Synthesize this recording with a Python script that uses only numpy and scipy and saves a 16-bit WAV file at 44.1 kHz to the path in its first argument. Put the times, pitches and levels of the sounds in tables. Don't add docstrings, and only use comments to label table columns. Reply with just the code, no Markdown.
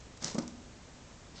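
import sys
import numpy as np
from scipy import signal
from scipy.fft import rfft, irfft
from scipy.io import wavfile

SR = 44100
rng = np.random.default_rng(int(sys.argv[2]) if len(sys.argv) > 2 else 0)


def store_wav(level_fs):
    pcm = np.round(np.clip(np.atleast_2d(level_fs), -1, 1) * 32767)
    wavfile.write(sys.argv[1], SR, pcm.T.astype(np.int16))


N = 61739


def amp(db):
    return 10 ** (np.asarray(db) / 20)


def unit_rms(x):
    return x / np.sqrt(np.mean(x ** 2) + 1e-20)


def curve_at(points, hz):
    f, value = np.transpose(points)
    return np.interp(np.log(hz + 1), np.log(f + 1), value)


def add(mix, start_s, sound):
    part = mix[max(round(start_s * SR), 0):][:len(sound)]
    part += sound[:len(part)]


def convolve(x, response):
    return signal.fftconvolve(x, response)[:N]


def click(spectrum, size=4096):
    hz = abs(np.fft.fftfreq(size, 1 / SR))
    log_gain = np.log(amp(curve_at(spectrum, hz)))
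    response = np.exp(np.conj(signal.hilbert(log_gain)))
    return np.fft.ifft(response).real[:size // 2]


def grains(per_s, spectrum, pitch=1, spread_db=4):
    sizes = amp(spread_db * np.minimum(rng.exponential(1, N), 3.5))
    impacts = sizes * rng.choice([-1, 1], N) * (rng.random(N) < per_s / SR)
    grain = click([(hz * pitch, db) for hz, db in spectrum])
    return unit_rms(convolve(impacts, grain))


def pressure(start, rise, hold, release):
    t = np.arange(N) / SR - start
    ramp = np.clip(t / rise, 0, 1) ** 1.25
    return ramp * amp(-20 * np.maximum(t - rise - hold, 0) / release)


# f/Hz, spectral level/dB
ROOM_TONE = [(20, -9), (35, -0.5), (60, 3), (85, 0), (120, -1.5), (185, -6), (240, -3), (300, -9),
             (400, -9.5), (800, -14), (1700, -18), (2600, -20.5), (4800, -22), (6200, -20.5), (7400, -21),
             (8600, -33), (10000, -49)]
def room_tone(level_db=-52.5):
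    colour = amp(curve_at(ROOM_TONE, np.fft.rfftfreq(N, 1 / SR)))
    noise = irfft(rfft(rng.standard_normal(N)) * colour, N)
    return amp(level_db) * unit_rms(noise)


# f/Hz, t60/s
ROOM_DECAY = [(100, .6), (250, 0.76), (600, 0.66), (2000, .4), (8000, 0.38)]
def room_reverb(x, onset_s=0.015):
    hz, t, noise = signal.stft(rng.standard_normal(SR), SR, nperseg=256)
    decay = amp(-60 * t / curve_at(ROOM_DECAY, hz)[:, None])
    _, tail = signal.istft(noise * decay, SR, nperseg=256)
    tail *= np.clip(np.arange(len(tail)) / SR / onset_s, 0, 1)
    return convolve(x, tail / np.linalg.norm(tail))


# f/Hz, spectral level/dB
SAND_SPECTRUM = [(100, -30.5), (800, -19), (2000, -15.5), (2800, -11.5), (3900, -4.5), (4800, -0.5),
                 (6000, 0), (7200, -5), (8500, -14.5)]
# f/Hz, spectral level/dB
RUB_SPECTRUM = [(50, -22), (100, -8.5), (150, -2), (260, -0.5), (400, -2.5), (700, -8), (1300, -9.5),
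                (2000, -10.5), (3000, -18), (6000, -38.5)]
# t/s, rise/s, hold/s, release/s, level/dB, pitch/ratio, rub/dB re grains
PAW_SCUFFS = [(.197, .046, 0.041, 0.1, -42.5, 0.98, -3), (1.338, 0.033, .004, 0.2, -51, 0.84, -4)]
# t/s, hold/s, level/dB, pitch/ratio, rub/dB re grains
PAW_CRUNCHES = [(.004, 0.0042, -55, 0.98, -8.5), (.172, 0.0025, -50, 1.08, -8.5),
                (0.2218, 0.0042, -45.5, 1.04, 3), (0.313, 0.0025, -42, 1.02, -8.5),
                (0.3452, 0.0022, -42, 1.11, -18), (0.381, 0.0071, -39, 1.01, -5.5),
                (0.421, .004, -48.5, 0.93, -9)]
def sand(crunch_rise_s=0.0013, crunch_release_s=0.0075):
    crunches = [(start, crunch_rise_s, hold, crunch_release_s, db, pitch, rub_db)
                for start, hold, db, pitch, rub_db in PAW_CRUNCHES]
    out = np.zeros(N)
    rub = grains(per_s=1500, spectrum=RUB_SPECTRUM)
    for start, rise, hold, release, db, pitch, rub_db in PAW_SCUFFS + crunches:
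        grit = grains(per_s=4000, spectrum=SAND_SPECTRUM, pitch=pitch)
        out += amp(db) * pressure(start, rise, hold, release) * (grit + amp(rub_db) * rub)
    return out


# f/Hz, spectral level/dB
TICK_SPECTRUM = [(100, -26), (1200, -15), (2800, -17.5), (4000, -8.5), (5000, -1.5), (6000, 0),
                 (7300, -2.5), (8500, -14.5)]
# delay/s, level/dB re tick
NEAR_ECHOES = [(.00095, -7), (.00135, -10.5), (.0025, -19.5)]
# t/s, direct peak level/dB
CLAW_TICKS = [(0.2415, -26.5), (.2450, -10.5), (.2650, -26), (0.2998, -27), (.3870, -21.5), (.4788, -25.5)]
def claws(scatter_t60_s=0.053, scatter_db=-7.5):
    out, t = np.zeros(N), np.arange(4096) / SR
    tick = click(TICK_SPECTRUM)
    tick /= abs(tick).max()
    for start, db in CLAW_TICKS:
        scatter = rng.standard_normal(len(t)) * amp(-60 * t / scatter_t60_s)
        scatter /= np.linalg.norm(scatter)
        add(out, start, amp(db) * tick)
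        add(out, start, amp(db + scatter_db) * signal.fftconvolve(tick, scatter))
        for delay, echo_db in NEAR_ECHOES:
            add(out, start + delay * rng.uniform(0.9, 1.1), amp(db + echo_db) * tick)
    return out


# f/Hz, level/dB, t60/s
TRAY_MODES = [(178, -19, 0.068), (203.5, -26, .35), (236, 3.5, 0.051), (226.73, -25.5, 0.91),
              (244.4, -24.5, 1), (302.6, -7, 0.053), (309, -21, .4), (344, -13.5, 0.1), (416, -15.5, .045),
              (551.5, -9, 0.1), (598.6, -12.5, 0.087), (860, -13.5, 0.044), (1027, -27, 0.14),
              (1248, -17, .09)]
# f/Hz, spectral level/dB
RATTLE_SPECTRUM = [(120, -26.5), (300, -0.5), (580, 2.5), (780, -7.5), (1000, -3.5), (1280, -3.5),
                   (1650, -23), (3000, -24), (6000, -44)]
# t/s, level/dB, contact/s, pitch under load/ratio, rattle level/dB
FOOTFALLS = [(.240, -29, 0.0092, .65, -53), (0.3456, -23.5, 0.0055, .88, -42.5),
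             (.382, -24.5, 0.00074, 1.0, -44), (.3987, -31, 0.0031, 1.3, -59.5),
             (0.4295, -27.5, 0.0067, .99, -54.5)]
def footfalls(load_relax_s=0.0595, main_mode_hz=236, radiate_hz=126):
    ring, shake, t = np.zeros(N), np.zeros(N), np.arange(SR) / SR
    for start, db, contact, pitch, rattle_db in FOOTFALLS:
        bend = 1 + (pitch - 1) * np.exp(-(t / load_relax_s) ** 2)
        bent_t = np.cumsum(bend) / SR
        for hz, mode_db, t60 in TRAY_MODES:
            softness = (1 + (main_mode_hz * contact) ** 2) / (1 + (hz * contact) ** 2)
            envelope = amp(db + mode_db - 60 * t / t60) * (1 - np.exp(-t / contact))
            add(ring, start, softness * envelope * np.sin(2 * np.pi * hz * bent_t))
        shake += amp(rattle_db) * pressure(start, rise=0.0016, hold=contact, release=0.051)
    high_pass = signal.butter(3, radiate_hz, "high", fs=SR, output="sos")
    rattle = shake * grains(per_s=2500, spectrum=RATTLE_SPECTRUM)
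    return signal.sosfilt(high_pass, ring) + rattle


def scene():
    bright = sand() + claws()
    thumps = footfalls()
    reverb = room_reverb(amp(-11) * bright + amp(-14.5) * thumps)
    return (bright + thumps + reverb + room_tone())[None]


def record(dry, edge_hz=8500):
    low_pass = signal.firwin(141, edge_hz, window=("kaiser", 7), fs=SR)
    return signal.oaconvolve(dry, low_pass[None], "same")


dry = scene()
out = record(dry)
store_wav(out)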